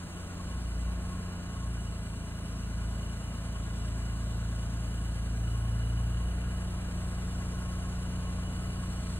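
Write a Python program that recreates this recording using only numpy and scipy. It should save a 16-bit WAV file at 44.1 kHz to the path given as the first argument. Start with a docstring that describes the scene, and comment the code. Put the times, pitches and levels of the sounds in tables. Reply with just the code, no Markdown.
"""A three-cylinder engine idles close by in an open field. From the start its exhaust hums and booms,
one cylinder knocks and the block clatters with the firings, under an airy hiss that leads on the left.
In the first two seconds a loose panel sings out three times and the engine sags to a slow throb.
Around 6 s it picks up again: the boom peaks and a thin cover whirrs and chirps louder.
It holds that fast idle to the end, the panel still ringing now and then."""
import sys
import numpy as np
from scipy import signal
from scipy.fft import rfft, irfft, next_fast_len
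from scipy.io import wavfile
from scipy.ndimage import uniform_filter1d, map_coordinates

SR = 44100
rng = np.random.default_rng(int(sys.argv[2]) if len(sys.argv) > 2 else 0)


def int16_out(signal):
    """Quantize to a 16-bit WAV file."""
    q = np.round(np.clip(np.atleast_2d(signal).T, -1, 1) * 32767)
    wavfile.write(sys.argv[1], SR, q.astype(np.int16))


N = 405279
TIME = np.arange(N) / SR
SLOW_RPM, FAST_RPM = 1128, 1190  # slow and fast idle: pace 0 and pace 1


def amp(db):
    """Decibels to gain."""
    return 10 ** (np.asarray(db) / 20)


def unit(x):
    """x at rms 1."""
    return x / np.sqrt(np.mean(x ** 2) + 1e-20)


def along(points, hz):
    """Read (f/Hz, value) points on a log frequency axis."""
    freqs, values = np.transpose(points)
    return np.interp(np.log(hz + 1), np.log(freqs + 1), values)


def automation(points):
    """A line through (t/s, value) points, one value a sample."""
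    return np.interp(TIME, *np.transpose(points))


def fade(start, length, ramp_s):
    """An envelope that rises, holds and falls, its ramps centred on the start and the end."""
    return np.clip(np.minimum(TIME - start, start + length - TIME) / ramp_s + .5, 0, 1)


def wobble(rate):
    """A smooth random curve, rate knots a second."""
    return map_coordinates(rng.standard_normal(int(N * rate / SR) + 4), [np.arange(N) * rate / SR])


def filtered(x, response):
    """x through a complex frequency response."""
    size = next_fast_len(N + SR // 2)
    return irfft(rfft(x, size) * response(np.fft.rfftfreq(size, 1 / SR)), size)[..., :N]


def coloured(x, spectrum):
    """x through an EQ curve, at rms 1."""
    return unit(filtered(x, lambda hz: amp(along(spectrum, hz))))


def ringing(x, modes):
    """x through (f/Hz, width/Hz, level/dB) resonances, at rms 1."""
    def response(f):
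        return sum(amp(db) * 1j * f * width / (hz * hz - f * f + 1j * f * width)
                   for hz, width, db in modes)
    return unit(filtered(x, response))


def cyclic_noise(cycle, repeat_db, size=4096):
    """Two noises that partly repeat every engine cycle, as the same parts strike again."""
    loops = rng.standard_normal((2, size))
    repeats = np.array([map_coordinates(loop, [cycle % 1 * size], mode="grid-wrap") for loop in loops])
    return unit(amp(repeat_db) * repeats + rng.standard_normal((2, N)))


def firing(cycle, depth_db, uneven_db):
    """Tremolo from the three firings of a cycle, one cylinder harder than the others."""
    angle = 2 * np.pi * cycle
    return unit(amp(depth_db * np.cos(3 * angle) + uneven_db * np.cos(angle)))


# Stereo image, 1 being fully alike: f/Hz, left-right likeness
LIKENESS = [(100, 0.81), (280, 0.98), (700, 0.59), (1500, 0.92), (2300, 0.71), (3100, 0.18), (4100, 0.47),
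            (4800, 1), (5400, 1), (6800, 0.84), (8200, 0.99), (10000, 1), (11400, 1), (12500, 1),
            (15000, 0.28)]
# How far the left side runs ahead: f/Hz, phase/rad
LEFT_LEAD = [(100, 0), (300, .05), (780, .7), (1600, .7), (2350, 3.2), (3300, 4.3), (4300, 2.45),
             (4900, 3.0), (5500, 3.3), (6700, 4.3), (8200, 6.2), (9400, 6.8), (10700, 8.1), (11300, 9.3),
             (12400, 9.55), (13100, 10.2), (14000, 12.3)]
def stereo(pair, lead=1):
    """Two unrelated signals become left and right: alike in the bass, the left leading in the treble."""
    def spread(hz):
        angle = np.arccos(np.clip(along(LIKENESS, hz), -1, 1)) / 2
        return np.array([np.cos(angle), np.sin(angle)])
    mid, side = filtered(pair, spread)
    left_right = np.array([mid + side, mid - side])
    return filtered(left_right, lambda hz: np.exp(.5j * lead * np.outer([1, -1], along(LEFT_LEAD, hz))))


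def patchy_noise(depth_db=1.1):
    """Two noises whose colour drifts in slow patches."""
    spectra = signal.stft(rng.standard_normal((2, N)), nperseg=512)[2]
    patches = uniform_filter1d(rng.standard_normal(spectra.shape[1:]), size=6, axis=0)
    patches = uniform_filter1d(patches, size=50, axis=1)
    return signal.istft(spectra * amp(depth_db * unit(patches)), nperseg=512)[1][:, :N]


# EQ of the airy hiss: f/Hz, relative level/dB
AIR_EQ = [(1000, -5.5), (2500, -2), (3700, -1.5), (4600, -1), (5300, -1), (6500, -1.5), (7400, -0.9),
          (8200, -0.7), (9300, -6), (11000, -21), (15700, -24)]
# Its fader, before a fixed boost: t/s, level/dB
AIR_FADER = [(0.0, -60), (0.74, -61), (1.56, -61.5), (3.2, -60.5), (4.94, -60.5), (5.99, -62.5),
             (7.2, -59.5), (8.6, -60), (9.19, -58)]
# EQ of the sheen on top: f/Hz, relative level/dB
SHEEN_EQ = [(5000, -8), (8000, -7.5), (9300, 2), (10400, 6.5), (12000, -5), (14000, -5.5), (15700, -14)]
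def hiss(cycle):
    """A bed of air under a slowly rising sheen, both fluttering faintly with the firings."""
    air = amp(automation(AIR_FADER) + 6.5) * coloured(patchy_noise(), AIR_EQ)
    sheen = amp(-61.5 + 0.2 * TIME) * coloured(patchy_noise(), SHEEN_EQ)
    bed = (air + sheen) * firing(cycle, depth_db=0.7, uneven_db=0.5) * amp(0.28 * wobble(11))
    shift = np.clip(TIME - 6.66 + .5, 0, 1)  # the image shifts slightly over one second
    return (1 - shift) * stereo(bed) + shift * stereo(bed, lead=0.96)


def loose_part(cycle, db, hz, width_hz):
    """One sharp resonance shaken by the engine, chattering as its contact comes and goes."""
    mode = [(hz, width_hz, 0)]
    shake = cyclic_noise(cycle, repeat_db=-12) * firing(cycle, depth_db=-1.5, uneven_db=-0.5)
    chatter = amp(2 * wobble(45))
    return amp(db) * unit(ringing(ringing(shake, mode), mode) * chatter)


# Fader of the thin cover's chirps, with the whirr just under them: t/s, level/dB
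COVER_FADER = [(0, -64), (2.8, -61), (5, -61), (6.4, -58), (7.1, -63.5), (8.6, -59), (9.19, -63)]
def thin_cover(cycle, hz=2920):
    """A thin cover whirrs high and chirps as each firing flicks it, now lightly, now hard."""
    level_db = automation(COVER_FADER)
    whirr = loose_part(cycle, level_db - 2, hz, width_hz=60)
    firings = np.floor(3 * cycle + .1 * wobble(25))  # a little play in the timing
    force = amp(4 * np.clip(wobble(30), -2, 1.5))
    flicks = np.diff(firings, prepend=firings[0]) * force
    chirps = amp(level_db) * ringing(ringing(flicks, [(hz, 70, 0)]), [(hz, 220, 0)])
    return stereo(whirr + np.array([chirps, np.zeros(N)]))


# Cues where the panel catches and sings: t/s, length/s, level/dB
PANEL_CUES = [(.38, 0.36, -63), (1.062, .17, -55), (1.46, .23, -56), (3.25, .7, -62), (4.28, 0.49, -63),
              (5.7, 0.37, -63), (6.121, .17, -58), (6.65, 0.14, -58), (6.9, 0.4, -65), (7.521, 0.33, -58),
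              (8.18, 0.47, -62), (8.76, 0.13, -57)]
def panel(cycle, pace):
    """A loose panel buzzes faintly, and now and then swells into a fluttering metallic ring."""
    buzz = loose_part(cycle, db=-63 + 2.5 * pace, hz=1086.7, width_hz=48)
    envelope = sum(amp(db) * fade(start, length, ramp_s=.09) for start, length, db in PANEL_CUES)
    pitch_hz = 1086 + 11 * wobble(40)
    tone = np.sin(2 * np.pi * np.cumsum(pitch_hz) / SR)
    flutter = firing(cycle, depth_db=3, uneven_db=3.5) * amp(3 * wobble(45))
    ring = envelope * unit(tone * flutter)
    return stereo(buzz + np.array([ring, np.zeros(N)]))


# EQ of the body's low shudder: f/Hz, relative level/dB
SHUDDER_EQ = [(15, -16), (30, -28), (55, -1.5), (100, -0.5), (150, -5), (250, -5), (310, -13.5),
              (450, -27.5), (900, -44.5)]
def shudder(cycle):
    """The body shakes with every cycle, a soft rumble under the hum."""
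    return amp(-47.5) * coloured(cyclic_noise(cycle, repeat_db=-18), SHUDDER_EQ)


# EQ of the block's broad clatter: f/Hz, relative level/dB
CLATTER_EQ = [(150, -21), (340, 1.5), (450, 0.95), (620, 1.5), (820, -2), (1250, -3.5), (1620, -6),
              (1850, -9), (2600, -12), (3300, -23), (5000, -41), (10000, -54)]
# Resonances of the block and its covers: f/Hz, width/Hz, relative level/dB
BLOCK_MODES = [(675, 13, -9), (1012, 16, -5), (1304, 21, -2.5), (1444.5, 18.5, 2.5), (1488, 23, -0.5),
               (1639, 18.5, 0.5), (2006, 38, -1.5), (2352, 18, 0), (2742, 23, -3), (3010, 95, -17),
               (3943, 17.5, -3.5)]
def block(cycle, pace):
    """Valves and combustion rattle the block and ring its covers, harder at higher speed."""
    rattle = cyclic_noise(cycle, repeat_db=-5) * firing(cycle, depth_db=0.7, uneven_db=0.26)
    strikes = cyclic_noise(cycle, repeat_db=-11.5) * firing(cycle, depth_db=1.7, uneven_db=1.0)
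    clatter = amp(-51 + 1.36 * pace) * coloured(rattle, CLATTER_EQ)
    return clatter + amp(-56 + .6 * pace) * ringing(strikes, BLOCK_MODES)


def knock(cycle, pace, hz=233, width_hz=90, scatter_db=2.5):
    """One cylinder thumps the muffler shell halfway through each cycle, never twice alike."""
    blows = np.diff(np.floor(cycle + .5), prepend=0) * amp(scatter_db * wobble(7.3))
    shell = [(hz, width_hz, 0)]
    return amp(-61.5 + 2 * pace) * ringing(ringing(blows, shell), shell)


# Weak partials between the firing orders, at slow idle: f/Hz, level/dB
UNEVEN_PARTIALS = [(47, -57), (100, -60.5), (160, -59), (200, -63.5), (260, -64.5), (330, -71.5)]
def uneven_hum(cycle):
    """No cylinder fires quite like the others, so faint partials fill in between the firing orders."""
    hum = np.zeros(N)
    for order in range(5, 36):
        if order % 3:
            level_db = along(UNEVEN_PARTIALS, order * SLOW_RPM / 120)
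            hum += amp(level_db) * np.sin(2 * np.pi * (order * cycle + rng.random()))
    return np.sqrt(2) * hum


# The boom rides the load, at twice the firing rate: t/s, level/dB
BOOM_FADER = [(0.0, -54), (0.38, -50), (0.54, -36.5), (0.88, -32), (1.37, -50), (1.66, -33.5), (2.0, -39.5),
              (2.33, -42), (2.88, -34), (3.23, -40), (3.8, -35.3), (4.5, -35), (5.1, -34), (5.5, -33),
              (6.25, -31), (6.85, -39.5), (7.1, -37), (9.19, -38.5)]
# Dips and swells of its octave: t/s, length/s, added level/dB
OCTAVE_RIDES = [(.5, 0.63, -8), (3.8, 1.1, 2.5), (5.4, 0.76, 5)]
def boom_levels(rpm):
    """Levels in dB of the exhaust's boom and of the octave that follows it."""
    boom_db = automation(BOOM_FADER)
    follow_db = 0.74 * (boom_db - boom_db.mean())
    notch_db = -10.5 * np.exp(-((rpm - 1176) / 7) ** 2)  # the pipe cancels the octave at one speed
    ride_db = sum(db * fade(start, length, ramp_s=0.3) for start, length, db in OCTAVE_RIDES)
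    return boom_db, -43 + follow_db + notch_db + ride_db


# Partials of the hum: order (multiple of the cycle rate), slow-idle level/dB, fast-idle level/dB
HUM_PARTIALS = [(3, -59, -57.5), (4, -60, -45.5), (9, -44, -40.8), (15, -63, -57), (18, -46.5, -42),
                (21, -49.2, -63), (23, -63, -59), (24, -57.5, -61.5), (27, -62.5, -65), (36, -69, -64),
                (45, -67, -67), (61, -78, -65), (63, -77, -66.5), (66, -64.5, -64), (69, -73, -72),
                (72, -66, -65.5), (87, -76, -70), (106, -68, -70), (109, -80, -65), (113, -71, -80),
                (130, -78, -69)]
# Trim on those partials: t/s, level/dB
HUM_TRIM = [(0, -5), (.75, -1), (1.15, -1), (2.3, -0.5), (3.2, -0.5), (9.19, 0)]
def exhaust(cycle, rpm, pace, waver_db=0.1155, slip_rad=1.6):
    """Clean engine orders: at slow idle they line up into a throb, at fast idle the boom slips behind."""
    trim_db = automation(HUM_TRIM)
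    partials = [(round(order), trim_db + slow_db + pace * (fast_db - slow_db), 0)
                for order, slow_db, fast_db in HUM_PARTIALS]
    partials += [(order, db, slip_rad * pace) for order, db in zip((6, 12), boom_levels(rpm))]
    hum = np.zeros(N)
    for order, db, slip in partials:
        waver = waver_db * np.sqrt(order) * wobble(7)  # high orders are the least steady
        lag = .85 + .319 * order ** 2 + slip  # the muffler holds back high orders, smearing each pulse
        hz = order * rpm / 120
        whine_db = 4 * np.exp(-((hz - 672) / 12) ** 2)  # a cover resonance lifts a passing partial
        hum += amp(db + waver + whine_db) * np.sin(2 * np.pi * order * cycle - lag)
    return np.sqrt(2) * hum


def pan(left_db):
    """Gains that raise the left and lower the right by left_db each."""
    return amp([[left_db], [-left_db]])


# The crankshaft sags and picks up: t/s, speed/rpm
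CRANK_SPEED = [(0, 1167), (.3, 1174), (.45, 1190), (.68, 1141), (1.0, 1187), (1.2, 1202), (1.5, 1158),
               (2, 1113), (2.5, 1124), (3.5, 1120), (5.85, 1138), (6.5, 1193), (7.2, 1189), (7.6, 1188),
               (9.19, 1194)]
# Group trim on the uneven hum, knock, clatter and shudder: t/s, level/dB
RATTLE_TRIM = [(0, -1), (1, -1), (2, -1), (3, 0), (5, -0.14), (6.5, -0.06), (9.19, -0.5)]
def scene():
    """The mix: one crankshaft clocks every layer."""
    rpm = automation(CRANK_SPEED)
    hunting = 1 + 0.0007 * wobble(12)  # no two cycles take quite the same time
    cycle = np.cumsum(rpm * hunting / 120) / SR  # two turns make one four-stroke cycle
    pace = np.clip((rpm - SLOW_RPM) / (FAST_RPM - SLOW_RPM), 0, 1)
    trim = amp(automation(RATTLE_TRIM))
    hum = exhaust(cycle, rpm, pace) + trim * (uneven_hum(cycle) + knock(cycle, pace))
    loose_metal = panel(cycle, pace) * pan(1.8) + thin_cover(cycle) * pan(-1.8)
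    body = stereo(block(cycle, pace)) * pan(.3) + stereo(shudder(cycle))
    return hum * pan(.15) + loose_metal + trim * body + hiss(cycle)


def record(dry):
    """A brick-wall low-pass on the whole mix."""
    return filtered(dry, lambda hz: hz < 15720)


dry = scene()
out = record(dry)
int16_out(out)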